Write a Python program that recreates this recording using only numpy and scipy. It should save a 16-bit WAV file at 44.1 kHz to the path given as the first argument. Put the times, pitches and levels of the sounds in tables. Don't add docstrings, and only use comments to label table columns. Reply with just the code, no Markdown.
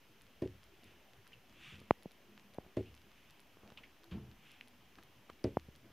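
import sys
import numpy as np
from scipy import signal
from scipy.io import wavfile

SR = 44100
rng = np.random.default_rng(int(sys.argv[2]) if len(sys.argv) > 2 else 0)


def int16_out(signal):
    q = np.round(np.clip(np.atleast_2d(signal).T, -1, 1) * 32767)
    wavfile.write(sys.argv[1], SR, q.astype(np.int16))


def boost_factor(decibels):
    exponent = np.asarray(decibels, float) / 20
    return 10 ** exponent


N = 261449

# (time [s], peak level [dB], slap level [dB], slap pitch [Hz], rebound level [dB])
BLOWS = [
    (0.419, -29.5, -52, 2740, -6),
    (2.7680, -28, -54, 2880, -6.5),
    (5.4409, -26, -40.5, 5020, -16.5),
]


def at_hz(points, hz, column):
    points = np.array(points)
    return np.interp(np.log(hz), np.log(points[:, 0]), points[:, column])


def rms_one(x):
    return x / np.sqrt(np.mean(x ** 2) + 1e-20)


def drift(rate):
    r = np.exp(-80 * np.pi * rate / SR)
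    slow = signal.lfilter([1], [1, -2 * r, r * r], rng.standard_normal(N // 40 + 2002))[2000:]
    return np.interp(np.arange(N) / 40, np.arange(len(slow)), rms_one(slow))


def ring(x, hz, t60):
    r = boost_factor(-60 / (t60 * SR))
    w = 2 * np.pi * hz / SR
    return signal.lfilter([0, np.sin(w)], [1, -2 * r * np.cos(w), r * r], x + 1e-18)


def resonance(x, hz, width_hz):
    r = np.exp(-np.pi * width_hz / SR)
    top_gain_one = np.array([1, 0, -1]) * (1 - r * r) / 2
    return signal.lfilter(top_gain_one, [1, -2 * r * np.cos(2 * np.pi * hz / SR), r * r], x)


def bands(white, low_hz, count):
    edges = low_hz * 2 ** (np.arange(count + 1) / 3)
    out = []
    for k, (a, b) in enumerate(zip(edges, edges[1:])):
        band_pass = signal.butter(2, [a, b], "band", fs=SR, output="sos")
        out.append((np.sqrt(a * b), signal.sosfilt(band_pass, white[k % 2])))
    return out


def add(out, s, sound):
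    i = round(s * SR)
    out[i:i + len(sound)] += sound[:N - i]


def push(t, width_s):
    return 1 / np.cosh(np.clip(t / width_s, -30, 30)) ** 2


def burst(hz, width_hz, t60, rise_s):
    t = np.arange(SR // 4) / SR
    noise = rng.standard_normal(len(t))
    for _ in range(2):
        noise = resonance(noise, hz, 0.91 * width_hz)
    return rms_one(noise) * boost_factor(-60 * t / t60) * np.minimum(t / rise_s, 1)


def strokes(rows, rise_db_per_s, sag_db_per_s, fall_db_per_s):
    time = np.arange(N) / SR
    gain = 0
    for s, hold_s, db in rows:
        rise = rise_db_per_s * np.maximum(s - time, 0)
        sag = sag_db_per_s * np.clip(time - s, 0, hold_s)
        fall = fall_db_per_s * np.maximum(time - s - hold_s, 0)
        gain = gain + boost_factor(db - rise - sag - fall)
    return gain


def hum(lumpy_db):
    # (frequency [Hz], level [dB])
    air_colour = [(16, -29), (28, -7), (49, -9.5), (209, -9.5), (354, -10), (449, -13), (1400, -17.5),
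                  (3010, -16), (3820, -24.5), (6150, -26.5), (8010, -38), (11000, -30), (15500, -30.5)]
    # (frequency [Hz], side minus mid [dB])
    side_level = [(60, -25.5), (150, -18.5), (380, -15), (950, -8.5), (2380, -12.5), (5980, -5),
                  (15000, -5.5)]
    out = 0
    for hz, (mid, side) in bands(rng.standard_normal((2, 2, N)), 20.52, count=29):
        wander = lumpy_db * drift(10.2) / (1 + hz / 300)
        spread = boost_factor(at_hz(side_level, hz, 1)) * side * [[1], [-1]]
        out = out + boost_factor(at_hz(air_colour, hz, 1) + wander) * (mid + spread)
    return boost_factor(-65.5) * rms_one(out)


def swish(grain_db):
    # (frequency [Hz], density [dB per Hz])
    cloth_colour = [(530, -49), (900, -21.5), (1260, -11.5), (1430, -3.5), (1690, -10.5), (2900, 1),
                    (4020, -19), (7290, -24.5), (12000, -38), (15600, -60), (22000, -120)]
    # (start [s], hold [s], level [dB])
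    sweeps = [
        (0.85, 0.065, -68),
        (1.64, 0.073, -56.5),
        (3.12, 0.25, -73.5),
        (4.47, 0.061, -64),
    ]
    hiss = 0
    for hz, band in bands(rng.standard_normal((2, N)), 905, count=11):
        hiss = hiss + boost_factor(at_hz(cloth_colour, hz, 1)) * band
    grainy = hiss * boost_factor(grain_db * drift(90))
    return strokes(sweeps, rise_db_per_s=150, sag_db_per_s=0, fall_db_per_s=114) * rms_one(grainy)


def thuds(lumpy_db):
    # (frequency [Hz], width [Hz], level [dB])
    layer_modes = [
        [(64, 40, -3), (97.6, 35, -2), (128, 32, -1.5)],
        [(205, 9, 3), (261.4, 41, -5), (335, 18.5, -2), (425, 52, -9)],
        [(594, 340, -5.5), (900, 720, -9)],
    ]
    # (start [s], hold [s], floor boom [dB], table top [dB], cloth drag [dB])
    shifts = [(0.84, 0.11, -71.5, -68, -76), (1.503, 0.17, -72.5, -70, -97), (1.73, 0.066, -59, -63, -74),
              (2.23, 0.28, -92, -70, -81), (2.551, 0.11, -70.5, -69, -71.5), (3.638, 0.049, -69, -66, -63),
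              (3.772, 0.083, -73, -78, -73), (4.123, 0.045, -49, -51.5, -66.5),
              (4.188, 0.13, -58, -61.5, -79), (4.977, 0.0094, -64.5, -62.5, -68),
              (5.852, 0.044, -63, -67, -73.5)]
    out = 0
    for layer, modes in enumerate(layer_modes):
        drive = rng.standard_normal(N) * boost_factor(lumpy_db * drift(38))
        rung = 0
        for k, (hz, width_hz, db) in enumerate(modes):
            rung = rung + (-1) ** k * boost_factor(db) * resonance(drive, hz, width_hz)
        top_hz = modes[-1][0]
        dull = resonance(rung, top_hz / 6.1, top_hz)
        rows = [(s, hold_s, levels_db[layer]) for s, hold_s, *levels_db in shifts]
        gain = strokes(rows, rise_db_per_s=696, sag_db_per_s=15, fall_db_per_s=299)
        out = out + gain * rms_one(dull)
    return out


def rings():
    # (time [s], level [dB], frequency [Hz], swell [s], t60 [s])
    soft_knocks = [(1.724, -54, 205, 0.016, 0.73), (1.724, -51.5, 91, 0.015, 0.42),
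                   (2.0593, -35.5, 165, .002, 0.029), (2.22, -64.5, 205, .05, 2.1),
                   (2.899, -61, 68.9, 0.043, 0.92), (4.011, -60, 335, 0.036, 1),
                   (4.116, -37, 184.6, 0.011, 0.23), (4.161, -48, 205, 0.017, 0.57),
                   (4.199, -44.5, 125.6, 0.022, 0.33), (4.595, -64, 244, 0.0084, 0.79),
                   (4.6107, -24.5, 2520, 0.00026, 0.0026), (5.581, -54.5, 72, 0.013, 0.71)]
    # (delay [s], level re rebound [dB], frequency [Hz], swell [s], t60 [s])
    frame_modes = [
        (.051, -19, 100.5, .014, 0.54),
        (0.049, -9, 364, 0.011, 0.14),
    ]
    after = []
    for s, db, _, _, rebound_db in BLOWS:
        for delay, below_db, *mode in frame_modes:
            after.append((s + delay, db + rebound_db + below_db, *mode))
    out, t = np.zeros(N), np.arange(SR) / SR
    for s, db, hz, swell_s, t60 in list(soft_knocks) + after:
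        swell = 1 - np.exp(-t / swell_s)
        add(out, s, boost_factor(db - 60 * t / t60) * swell * np.sin(2 * np.pi * hz * t))
    return out


def clacks():
    # (time [s], level [dB], pitch [Hz], width [Hz], t60 [s])
    touches = [(1.265, -62.5, 1210, 1510, 0.07), (1.32, -57, 1800, 1800, 0.036),
               (1.3304, -52, 2730, 700, 0.072), (2.856, -63.5, 2770, 780, 0.27),
               (3.773, -48.5, 2640, 1080, 0.093), (3.785, -59, 1100, 650, 0.084),
               (3.834, -54.5, 2140, 1380, 0.12), (4.038, -57.5, 1000, 806, 0.04),
               (4.110, -57, 2720, 1540, 0.25), (4.113, -59.5, 1080, 1190, 0.27),
               (4.179, -57.5, 900, 900, 0.046), (4.6095, -46.5, 1780, 1470, 0.013),
               (4.613, -64, 2330, 1200, 0.17), (4.984, -54.5, 900, 1810, 0.054),
               (5.2934, -52.5, 990, 900, 0.056), (5.298, -50.5, 2960, 3000, 0.018),
               (5.391, -58, 2500, 1106, 0.02)]
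    out = np.zeros(N)
    for s, db, hz, width_hz, t60 in touches:
        add(out, s, boost_factor(db) * burst(hz, width_hz, t60, rise_s=0.0016))
    return out


def lens(step_db, stop_db):
    full_steps = [0.2111, 0.6317, 0.8346, 1.2685, 1.794, 2.0247, 2.1099, 2.537, 2.942, 3.2995, 3.3948,
                  4.0343, 4.5091, 4.6746, 5.0268, 5.753]
    # (time [s], level [dB])
    half_steps = [(0.2664, -58.5), (0.4748, -51.5), (1.1336, -54), (1.4955, -57), (1.5252, -58),
                  (1.7555, -51), (2.396, -53), (2.8285, -58), (2.9653, -56.5), (2.9764, -55.5),
                  (3.0171, -55.5), (3.116, -55), (3.6759, -53.5), (3.7215, -55), (4.3138, -53),
                  (4.9546, -52), (5.3323, -58), (5.5965, -50)]
    full_db, stop_delay_s, step_s = -53.5, .0075, .00008
    out, t = np.zeros(N), np.arange(-40, 41) / SR
    cycle = -boost_factor(step_db) * np.tanh(t / step_s) * push(t, step_s)
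    for s, db in half_steps:
        add(out, s, boost_factor(db) * cycle)
    for s in full_steps:
        add(out, s, boost_factor(full_db) * cycle)
        click = burst(10640, 3400, 0.0052, 0.0004) + burst(3450, 4600, 0.0078, 0.00056)
        add(out, s + stop_delay_s, boost_factor(full_db + stop_db) * click)
    return out


def bumps(casing_hz, damping, wider):
    # (time [s], level [dB], contact [ms], spring-back delay [ms], spring-back level [dB])
    presses = [
        (1.816, -49, 0.27, 1.34, 4),
        (2.058, -34.5, 0.42, 0.81, 0.8),
        (2.3777, -41.5, 0.057, 0.16, -3),
        (2.664, -49, 0.35, 2.1, 0),
        (3.7200, -45.5, 0.27, 2.9, 0.5),
        (5.5709, -17.5, .26, 0.65, 0),
        (5.6859, -44.5, 0.56, 2.97, 4.5),
    ]
    # (time [s], level [dB], contact [ms], spring-back delay [ms], spring-back level [dB])
    releases = [
        (1.9089, -8.5, 0.17, 0.61, -1),
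        (2.5849, -29, 0.31, 0.76, 1.5),
        (3.5710, -47, 0.29, 1.3, -11),
        (3.634, -48.5, 0.36, 3.3, 0),
        (3.703, -43, 0.049, 0.45, -3),
        (5.2992, -36, 0.12, 1.12, -3),
    ]
    linger_db, linger_contacts = -13, 3.7
    out, t = np.zeros(N), np.arange(SR // 8) / SR - .005
    ms = 1000 * t
    w = 2 * np.pi * casing_hz
    b, a = signal.bilinear([1, 0, 0], [1, 2 * max(damping, .1) * w, w * w], SR)
    for direction, rows in ((1, presses), (-1, releases)):
        for s, db, contact_ms, back_ms, back_db in rows:
            spring_back = push(ms - back_ms, wider * contact_ms)
            creep = push(ms - back_ms - linger_contacts * contact_ms, 3.3 * contact_ms)
            touch = push(ms, contact_ms) - boost_factor(back_db) * (spring_back + boost_factor(linger_db) * creep)
            add(out, s + t[0], direction * boost_factor(db) * signal.lfilter(b, a, touch))
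    return out


def blows(contact_s, ring_db, knock_db, tail_db, uneven_db):
    # (delay [s], level [dB], direction)
    contacts = [
        (.0004, -23, -1.05),
        (.002, -19, 0.83),
        (.0033, -10.5, -0.82),
        (.0046, -1, 0.86),
        (0.0113, -13, 1),
    ]
    # (frequency [Hz], level [dB], t60 [s], direction seen from the microphone)
    table_modes = [(48, -40, .6, 0.85), (72, -6, 0.76, 0.85), (102.8, -1, 0.22, 1), (205, -3, 0.36, 0.52),
                   (276, -4.5, 0.25, -1.1), (330, -2, 0.096, -0.0071), (364, 4.5, 0.14, -0.77),
                   (436, -6.5, 0.1, -1.16), (554, -8.5, 0.076, -1.3), (634.5, -0.5, 0.1, -1.26),
                   (852, -3.5, 0.19, 0.38), (1000, -11, 0.055, -1.2)]
    # (frequency [Hz], density [dB per Hz], t60 [s])
    room_tail = [(40.6, -3.5, 1), (104, -2, 0.45), (252, -7, 0.45), (507, 0.5, 0.21), (900, -31.5, 0.085),
                 (2500, -29, 0.47), (6000, -49.5, 0.62)]
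    out, t = np.zeros(N), np.arange(SR) / SR
    settle = boost_factor(-8.5 * np.clip((t - 0.0447) / 0.0058, 0, 1))
    for s, db, slap_db, slap_hz, rebound_db in BLOWS:
        force = 0
        for delay, level_db, direction in contacts:
            force = force + direction * boost_factor(level_db) * push(t - delay, contact_s)
        rebound = boost_factor(rebound_db) * push(t - .0405, 2.2 * contact_s)
        table = 0
        for hz, mode_db, t60, direction in table_modes:
            mode_gain = boost_factor(mode_db + uneven_db * rng.standard_normal())
            table = table + direction * mode_gain * ring(force, hz, t60)
        knock = resonance(force, 368, 235) + boost_factor(12.5) * resonance(rebound, 384, 70)
        tail = 0
        for hz, band in bands(rng.standard_normal((2, SR)), 28.9, count=25):
            tail = tail + boost_factor(at_hz(room_tail, hz, 1) - 60 * t / at_hz(room_tail, hz, 2)) * band
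        tail = tail * np.minimum(t / 0.0037, 1)
        wood = settle * (boost_factor(ring_db) * table - boost_factor(knock_db) * knock)
        add(out, s, boost_factor(db) * (boost_factor(tail_db) * tail * np.sqrt(settle) + wood))
        slap = burst(slap_hz, 1000, 0.0089, 0.00081) + boost_factor(-6.0) * burst(10500, 3000, 0.0052, 0.00033)
        add(out, s, boost_factor(slap_db) * slap)
        add(out, s, boost_factor(db - 22.0) * burst(1320, 2730, 0.048, 0.0009))
    return out


def scene():
    background = hum(lumpy_db=6.5) + swish(grain_db=0.5) + thuds(lumpy_db=3.0)
    body = lens(step_db=13, stop_db=-2.0) + bumps(casing_hz=65, damping=1.0, wider=1.5)
    thumps = blows(contact_s=0.00038, ring_db=-34.5, knock_db=9, tail_db=7.0, uneven_db=-0.2)
    return background + body + rings() + clacks() + thumps


def top_cut(x):
    return signal.sosfilt(signal.butter(12, 16260, fs=SR, output="sos"), x)


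def record(dry):
    capsule = signal.sosfilt(signal.butter(2, 45, "high", fs=SR, output="sos"), dry)
    cut = signal.sosfilt(signal.cheby2(14, 60, 16200, fs=SR, output="sos"), capsule)
    return top_cut(cut - .0004)


dry = scene()
out = record(dry)
int16_out(out)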